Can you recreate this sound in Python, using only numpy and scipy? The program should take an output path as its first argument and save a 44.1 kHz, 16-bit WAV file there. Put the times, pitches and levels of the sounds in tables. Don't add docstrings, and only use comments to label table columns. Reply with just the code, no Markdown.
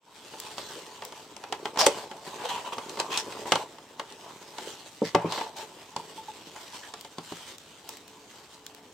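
import sys
import numpy as np
from scipy import signal
from scipy.fft import rfft, irfft, next_fast_len
from scipy.io import wavfile
from scipy.ndimage import uniform_filter1d, map_coordinates

SR = 44100
rng = np.random.default_rng(int(sys.argv[2]) if len(sys.argv) > 2 else 0)


def generate_wav(sig):
    pcm = np.round(np.clip(np.atleast_2d(sig).T, -1, 1) * 32767).astype(np.int16)
    wavfile.write(sys.argv[1], SR, pcm)


N = 393813
TOP_HZ = 16100

# frequency in Hz, relative spectral density in dB.
HISS_SPECTRUM = [(600, -13), (1400, -7), (2300, -8), (3100, -3.5), (5300, -8.5), (8200, -9.5), (10800, -23),
                 (14000, -19), (16000, -31)]
CLAP_SPECTRUM = [(150, -15), (450, 6.5), (900, 11), (1500, 4), (3000, -0.5), (4500, -18.5), (9000, -26)]
CRACK_SPECTRUM = [(1200, -39), (3000, 11), (4800, 10.5), (8000, 7), (11000, -3.5), (16000, -41)]


def amp(db):
    return 10 ** (np.asarray(db) / 20)


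def unit(x):
    return x / np.sqrt(np.mean(x ** 2) + 1e-20)


def along(points, hz):
    knots_hz, values = np.transpose(points)
    return np.interp(np.log(hz + 1), np.log(knots_hz + 1), values)


def wobble(rate):
    knots = rng.standard_normal(int(N * rate / SR) + 4)
    return map_coordinates(knots, [np.arange(N) * rate / SR])


def filtered(x, response):
    n = x.shape[-1]
    padded = next_fast_len(n + SR // 10)
    return irfft(rfft(x, padded) * response(np.fft.rfftfreq(padded, 1 / SR)), padded)[..., :n]


def stereo(pair, spectrum):
    # frequency in Hz, correlation of left and right.
    coherence = [(300, 0.985), (1100, 0.83), (2200, 0.56), (12000, 0.15)]

    def mid_side_gains(hz):
        angle = np.arccos(np.clip(along(coherence, hz), -1, 1)) / 2
        return amp(along(spectrum, hz)) * [np.cos(angle), np.sin(angle)]

    mid, side = filtered(pair, mid_side_gains)
    return unit(np.array([mid + side, mid - side]))


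def noise(spectrum, size):
    return stereo(rng.standard_normal((2, size)), spectrum)


def add(track, start_s, sound):
    part = track[:, max(round(start_s * SR), 0):][:, :sound.shape[-1]]
    part += sound[..., :part.shape[-1]]


def gate(start_s, length_s, attack_s=0.007, release_s=0.016):
    t = np.maximum(np.arange(N) / SR - start_s, 0)
    return (1 - np.exp(-t / attack_s)) * np.exp(-np.clip((t - length_s) / release_s, 0, 20))


def friction(spectrum, slips_per_s, spread_db, smooth, patchy_db):
    slips = (rng.random(N) < slips_per_s / SR) * amp(spread_db * np.minimum(rng.exponential(size=N), 2))
    impulses = unit(slips * np.sign(rng.standard_normal((2, N))))
    rush = impulses + smooth * rng.standard_normal((2, N))
    spectra = signal.stft(rush, nperseg=256)[2]
    patches = uniform_filter1d(rng.standard_normal(spectra.shape[1:]), size=2, axis=0)
    patches = unit(uniform_filter1d(patches, size=24, axis=1))
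    uneven = signal.istft(spectra * amp(patchy_db * patches), nperseg=256)[1][:, :N]
    return stereo(uneven, spectrum)


def rubbing_gains():
    # time in seconds, body and treble drive in dB.
    creep = [(0.0, -42.5, -56), (0.15, -52.5, -55), (0.37, -46, -50.5), (0.6, -46.5, -51),
             (1.37, -48.5, -56.5), (1.84, -39.5, -54), (2.29, -50.5, -55.5), (2.51, -43, -52),
             (3.43, -39, -51), (3.78, -50, -57), (4.6, -47, -53), (5.05, -55, -54.5), (5.25, -41, -56.5),
             (5.62, -47, -55), (6.22, -49.5, -53.5), (7.46, -54.5, -55.5), (8.93, -52.5, -58.5)]
    # start and length in seconds, rasp in dB,
    # drumming and hiss in dB relative to the rasp.
    slides = [(0.563, 0.23, -63.5, 12.5, 16.5), (1.849, 0.19, -44, -2, -0.5), (2.242, 0.12, -44.5, -2, -2),
              (2.382, 0.073, -32.5, -12.5, -12.5), (3.451, 0.18, -41, -7, -3),
              (4.565, 0.19, -58, 9.5, 12.5), (5.175, 0.272, -38.5, -7.5, -20),
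              (5.562, 0.057, -46.5, -30, 4), (6.543, 0.35, -52.5, -27, 2.5), (7.229, 0.29, -60, -21, 13),
              (7.864, 0.09, -53.5, -5, 5), (8.266, 0.28, -66.5, -16, 11)]
    stick_db = -54
    shares = amp([[-5.5], [-5], [5.5]])
    times, *levels = np.transpose(creep)
    body, treble = [amp(np.interp(np.arange(N) / SR, times, db)) for db in levels]
    grip = np.array([body, body, treble])
    slipping = grip ** 2 / (grip ** 2 + amp(stick_db) ** 2)
    power = (shares * grip) ** 2 * slipping
    for start, length, db, drum_db, hiss_db in slides:
        power += (amp([[db + drum_db], [db], [db + hiss_db]]) * gate(start, length)) ** 2
    return np.sqrt(power)


def rubbing():
    drum_gain, rasp_gain, hiss_gain = rubbing_gains()
    # frequency in Hz, relative density in dB.
    drum_spectrum = [(40, -63), (120, -4.5), (220, -6.5), (310, 0.5), (450, 3.5), (620, -6.5), (1300, -62)]
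    rasp_spectrum = [(300, -65), (600, 2), (780, 1.5), (870, 7.5), (1030, 5), (1300, -8.5), (2900, -15),
                     (4500, -29), (9000, -61)]
    pressure = amp(1.6 * wobble(40))
    drum = drum_gain * friction(drum_spectrum, slips_per_s=110, spread_db=4.5, smooth=0.5, patchy_db=2)
    rasp = rasp_gain * friction(rasp_spectrum, slips_per_s=400, spread_db=4.5, smooth=0.8, patchy_db=3.2)
    hiss = hiss_gain * friction(HISS_SPECTRUM, slips_per_s=700, spread_db=4.5, smooth=1.1, patchy_db=2.4)
    return pressure * (drum + rasp + hiss) + crinkles(hiss_gain)


def crinkles(hiss_gain, buckles_per_s=24):
    pops = (rng.random(N) < buckles_per_s / SR) * amp(12 + 2.5 * rng.standard_normal(N))
    return filtered(hiss_gain * pops, lambda hz: amp(along(CRACK_SPECTRUM, hz)))


def reverberation(x):
    # frequency in Hz, reverberation time (t60) in seconds.
    decay_times = [(150, 0.13), (2000, 0.19), (12000, 0.13)]
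    hz, t, spectra = signal.stft(noise([(300, -4), (10000, -7)], SR // 2), SR, nperseg=256)
    decay = amp(-60 * t / along(decay_times, hz)[:, None])
    tail = signal.istft(spectra * decay, SR, nperseg=256)[1]
    tail = np.pad(tail / np.linalg.norm(tail[0]), ((0, 0), (SR // 200, 0)))
    return signal.fftconvolve(x, tail, axes=1)[:, :N]


def room_tone():
    # frequency in Hz, relative density in dB.
    floor_spectrum = [(20, -2), (100, 1.5), (300, 1.5), (440, -3.5), (950, -3.5), (1600, -12),
                      (3200, -13.5), (8500, -21.5), (11000, -26.5)]
    # frequency in Hz, level during a swell in dB.
    hum_tones = [(285, -64.5), (435, -63)]
    hum_swells = [(7.9, .39), (8.57, .36)]
    t = np.arange(N) / SR
    hum = sum(amp(db) * unit(np.sin(2 * np.pi * hz * t + 0.6 * wobble(8))) for hz, db in hum_tones)
    swell = np.maximum(amp(-8), sum(gate(start, length) for start, length in hum_swells))
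    return swell * hum + amp(-57.5) * noise(floor_spectrum, N)


def box_ring(t, low_hz, high_hz, scatter_db, detune):
    # frequency in Hz, relative level in dB, t60 in seconds.
    box_modes = [(115, -13, 0.22), (166, -4, 0.16), (240, -2, 0.07), (306, 2, 0.085), (385, 0, 0.06),
                 (440, 1, 0.07), (583, 0, 0.1), (760, -1, 0.11), (905, 7, 0.075), (1040, 1, 0.06),
                 (1362, -4, 0.07), (2050, -1, 0.04), (2920, -3, 0.04), (3550, -2, 0.02), (4540, -2, 0.022)]
    hz, db, t60 = np.transpose(box_modes)[:, :, None]
    excitation = 1 / np.sqrt(1 + (hz / high_hz) ** 6 + (low_hz / hz) ** 6)
    strength = amp(db + scatter_db * rng.standard_normal(hz.shape)) * excitation
    held_hz = hz * (1 + detune * rng.standard_normal(hz.shape))
    modes = strength * amp(-60 * t / t60) * np.sin(2 * np.pi * held_hz * t)
    return modes.sum(0) / np.linalg.norm(strength)


def snaps():
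    # start in seconds, base level in dB, relative strength of the crack in dB.
    creases = [(0.337,-30.5,-30), (0.581,-22,-17), (1.021,-25,-21), (1.123,-30.5,-17), (1.365,-32,-11),
               (1.438,-25,-19.5), (1.524,-15,-18.5), (1.655,-14.5,-24), (1.759,-25,-22), (1.773,-16,-19.5),
               (1.864,-9,-12), (2.113,-25.5,-22), (2.782,-20.5,-20.5), (2.894,-27,-12.5), (2.972,-25,-22),
               (2.999,-13.5,-14.5), (3.174,-17.5,-9), (3.324,-26,-20), (3.456,-26.5,-36), (3.520,-3,-19),
               (3.555,-10.5,-20), (3.784,-34.5,-17.5), (3.996,-18.5,-19.5), (4.123,-36.5,-10.5),
               (4.583,-23.5,-16), (5.148,-7,-22), (5.322,-19,-14.5), (5.378,-20,-31), (5.41,-18.5,-23),
               (5.963,-21,-14), (6.561,-29,-18), (6.938,-25.5,-15.5), (7.047,-29.5,-15.5),
               (7.183,-24.5,-17.5), (7.321,-28.5,-23), (7.891,-33.5,-23)]
    out, t = np.zeros((2, N)), np.arange(SR // 5) / SR
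    rise = 1 - np.exp(-t / 0.0007)
    for start, db, crack_db in creases:
        tilt_db_per_octave = 0.5 * (crack_db + 10)
        colour = [(hz, level + tilt_db_per_octave * np.log2(hz / SR)) for hz, level in CRACK_SPECTRUM]
        crack_t60 = 0.026 * amp(0.12 * db)
        crack = amp(crack_db + 11.5 - 60 * t / crack_t60) * noise(colour, len(t))
        panel = amp(-8.5) * box_ring(t, low_hz=850, high_hz=4500, scatter_db=1.5, detune=0.012)
        slap = amp(-3.5 - 60 * t / 0.05) * noise(CLAP_SPECTRUM, len(t))
        clap = amp(-9.5 - 0.23 * max(crack_db, -18)) * (slap + panel)
        knock_db = -27 + 0.7 * db - 0.51 * crack_db
        knock = amp(knock_db) * box_ring(t, low_hz=340, high_hz=960, scatter_db=2, detune=0.044)
        add(out, start, rise * (amp(db) * (crack + clap) + knock))
    return out


def ticks(fizz_db=-11, fizz_t60=0.014):
    # start in seconds, peak level in dB, high-pass corner in Hz.
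    flicks = [(0.401,-19,4150), (1.051,-19,6560), (5.566,-33,1200), (7.011,-23.5,1500), (7.583,-29.5,1500),
              (7.891,-20,5000), (7.971,-28.5,1500), (8.08,-31.5,1200), (8.665,-25,990), (8.748,-28,1000)]
    out, t = np.zeros((2, N)), np.arange(SR // 20) / SR
    for start, db, low_hz in flicks:
        fizz = amp(fizz_db - 60 * t / fizz_t60) * noise(HISS_SPECTRUM, len(t))
        click = band_limit((t == 0) + fizz, low_hz)
        add(out, start, amp(db) * click / np.abs(click).max())
    return out


def band_limit(x, low_hz):
    return filtered(x, lambda hz: (1j * hz / (low_hz + 1j * hz)) ** 2 * (hz < TOP_HZ))


def resonate(x, f0, q):
    return unit(filtered(x, lambda hz: hz * f0 / (hz * f0 + 1j * q * (hz ** 2 - f0 ** 2))))


def scrapes():
    # start and length in seconds, level in dB, relative hiss in dB,
    # resonances of the panel and of the edge in Hz.
    drags = [(1.781, 0.04, -18.5, 0, 1020, 5340), (1.817, 0.047, -23, -5.5, 642, 4600),
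             (1.860, 0.013, -15, 0.5, 906, 8100), (2.431, 0.053, -31.5, -6.5, 497, 3270),
             (2.483, 0.032, -31.5, -0.5, 940, 3100), (2.487, 0.12, -32.5, -5.5, 933, 2830),
             (2.636, 0.065, -35.5, -8.5, 957, 2920), (2.716, 0.028, -31, -4.5, 1020, 2940),
             (2.984, 0.034, -27, -7.5, 980, 4520), (3.094, 0.084, -31.5, -0.5, 1090, 2680),
             (3.164, 0.048, -37.5, 7, 890, 5770), (5.027, 0.074, -39.5, 0, 2060, 4970),
             (5.16, 0.11, -35, -33, 890, 1700), (5.268, 0.17, -36.5, 0.5, 950, 4100),
             (6.817, 0.058, -45, -10, 1760, 3300)]
    out, t = np.zeros((2, N)), np.arange(SR // 4) / SR
    body = friction(CLAP_SPECTRUM, slips_per_s=900, spread_db=2, smooth=0.8, patchy_db=2)
    edge = friction(HISS_SPECTRUM, slips_per_s=2500, spread_db=2, smooth=0.8, patchy_db=2)
    chatter = unit(amp(1.8 * wobble(400)))
    for start, length, db, hiss_db, panel_hz, edge_hz in drags:
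        span = slice(round(start * SR), round(start * SR) + len(t))
        ring = resonate(body[:, span], panel_hz, q=11)
        rasp = unit(edge[:, span] + amp(-1) * resonate(edge[:, span], edge_hz, q=6))
        hardness = amp(hiss_db) / (amp(hiss_db) + 1)
        contact = (1 - hardness) * ring + hardness * body[:, span] + amp(hiss_db) * rasp
        stroke = (1 - np.exp(-(4 * t / length) ** 2)) * np.exp(-(t / length) ** 4)
        add(out, start, amp(db) * stroke * chatter[span] * contact)
    return out


def thumps():
    # start in seconds, level in dB, edges of the excited band in Hz.
    bumps = [(1.866, -5.5, 340, 580), (3.525, -14.5, 110, 900), (3.556, -26, 100, 250),
             (5.018, -6, 160, 474), (5.147, -0.5, 125, 1030), (5.244, -9, 121, 427),
             (5.964, -25.5, 110, 500), (7.182, -23.5, 230, 297), (7.32, -24.5, 170, 346)]
    out, t = np.zeros((2, N)), np.arange(SR // 3) / SR
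    rise = 1 - np.exp(-t / 0.002)
    for start, db, low_hz, high_hz in bumps:
        boom = box_ring(t, low_hz, high_hz, scatter_db=1, detune=0.006)
        band = [(low_hz / 2, -24), (low_hz, 0), (high_hz, 0), (2 * high_hz, -22), (SR / 2, -100)]
        shudder = amp(2 - 60 * t / 0.032) * noise(band, len(t))
        add(out, start, amp(db) * rise * (boom + shudder) / 2)
    return out


def plucks():
    # start in seconds, level in dB, pitch in Hz, t60 in seconds.
    releases = [(5.963, -22, 950, .04), (5.998, -25.5, 930, 0.028), (6.178, -30.5, 885, 0.11),
                (6.283, -26.5, 860, 0.068)]
    out, t = np.zeros((2, N)), np.arange(SR // 5) / SR
    for start, db, hz, t60 in releases:
        rise = 1 - np.exp(-t / (0.037 * t60))
        add(out, start, rise * amp(db - 60 * t / t60) * np.sin(2 * np.pi * hz * t))
    return out


def scene():
    box = rubbing() + scrapes() + snaps() + ticks() + plucks() + thumps()
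    return box + amp(-11.5) * reverberation(box) + room_tone()


def record(dry):
    fade_s, ceiling = 0.2, 0.7
    fade = np.clip(np.arange(N) / SR / fade_s, 0, 1) ** 1.2
    rounded = dry / (1 + (dry / ceiling) ** 4) ** 0.25
    return band_limit(rounded * fade, low_hz=72)


dry = scene()
out = record(dry)
generate_wav(out)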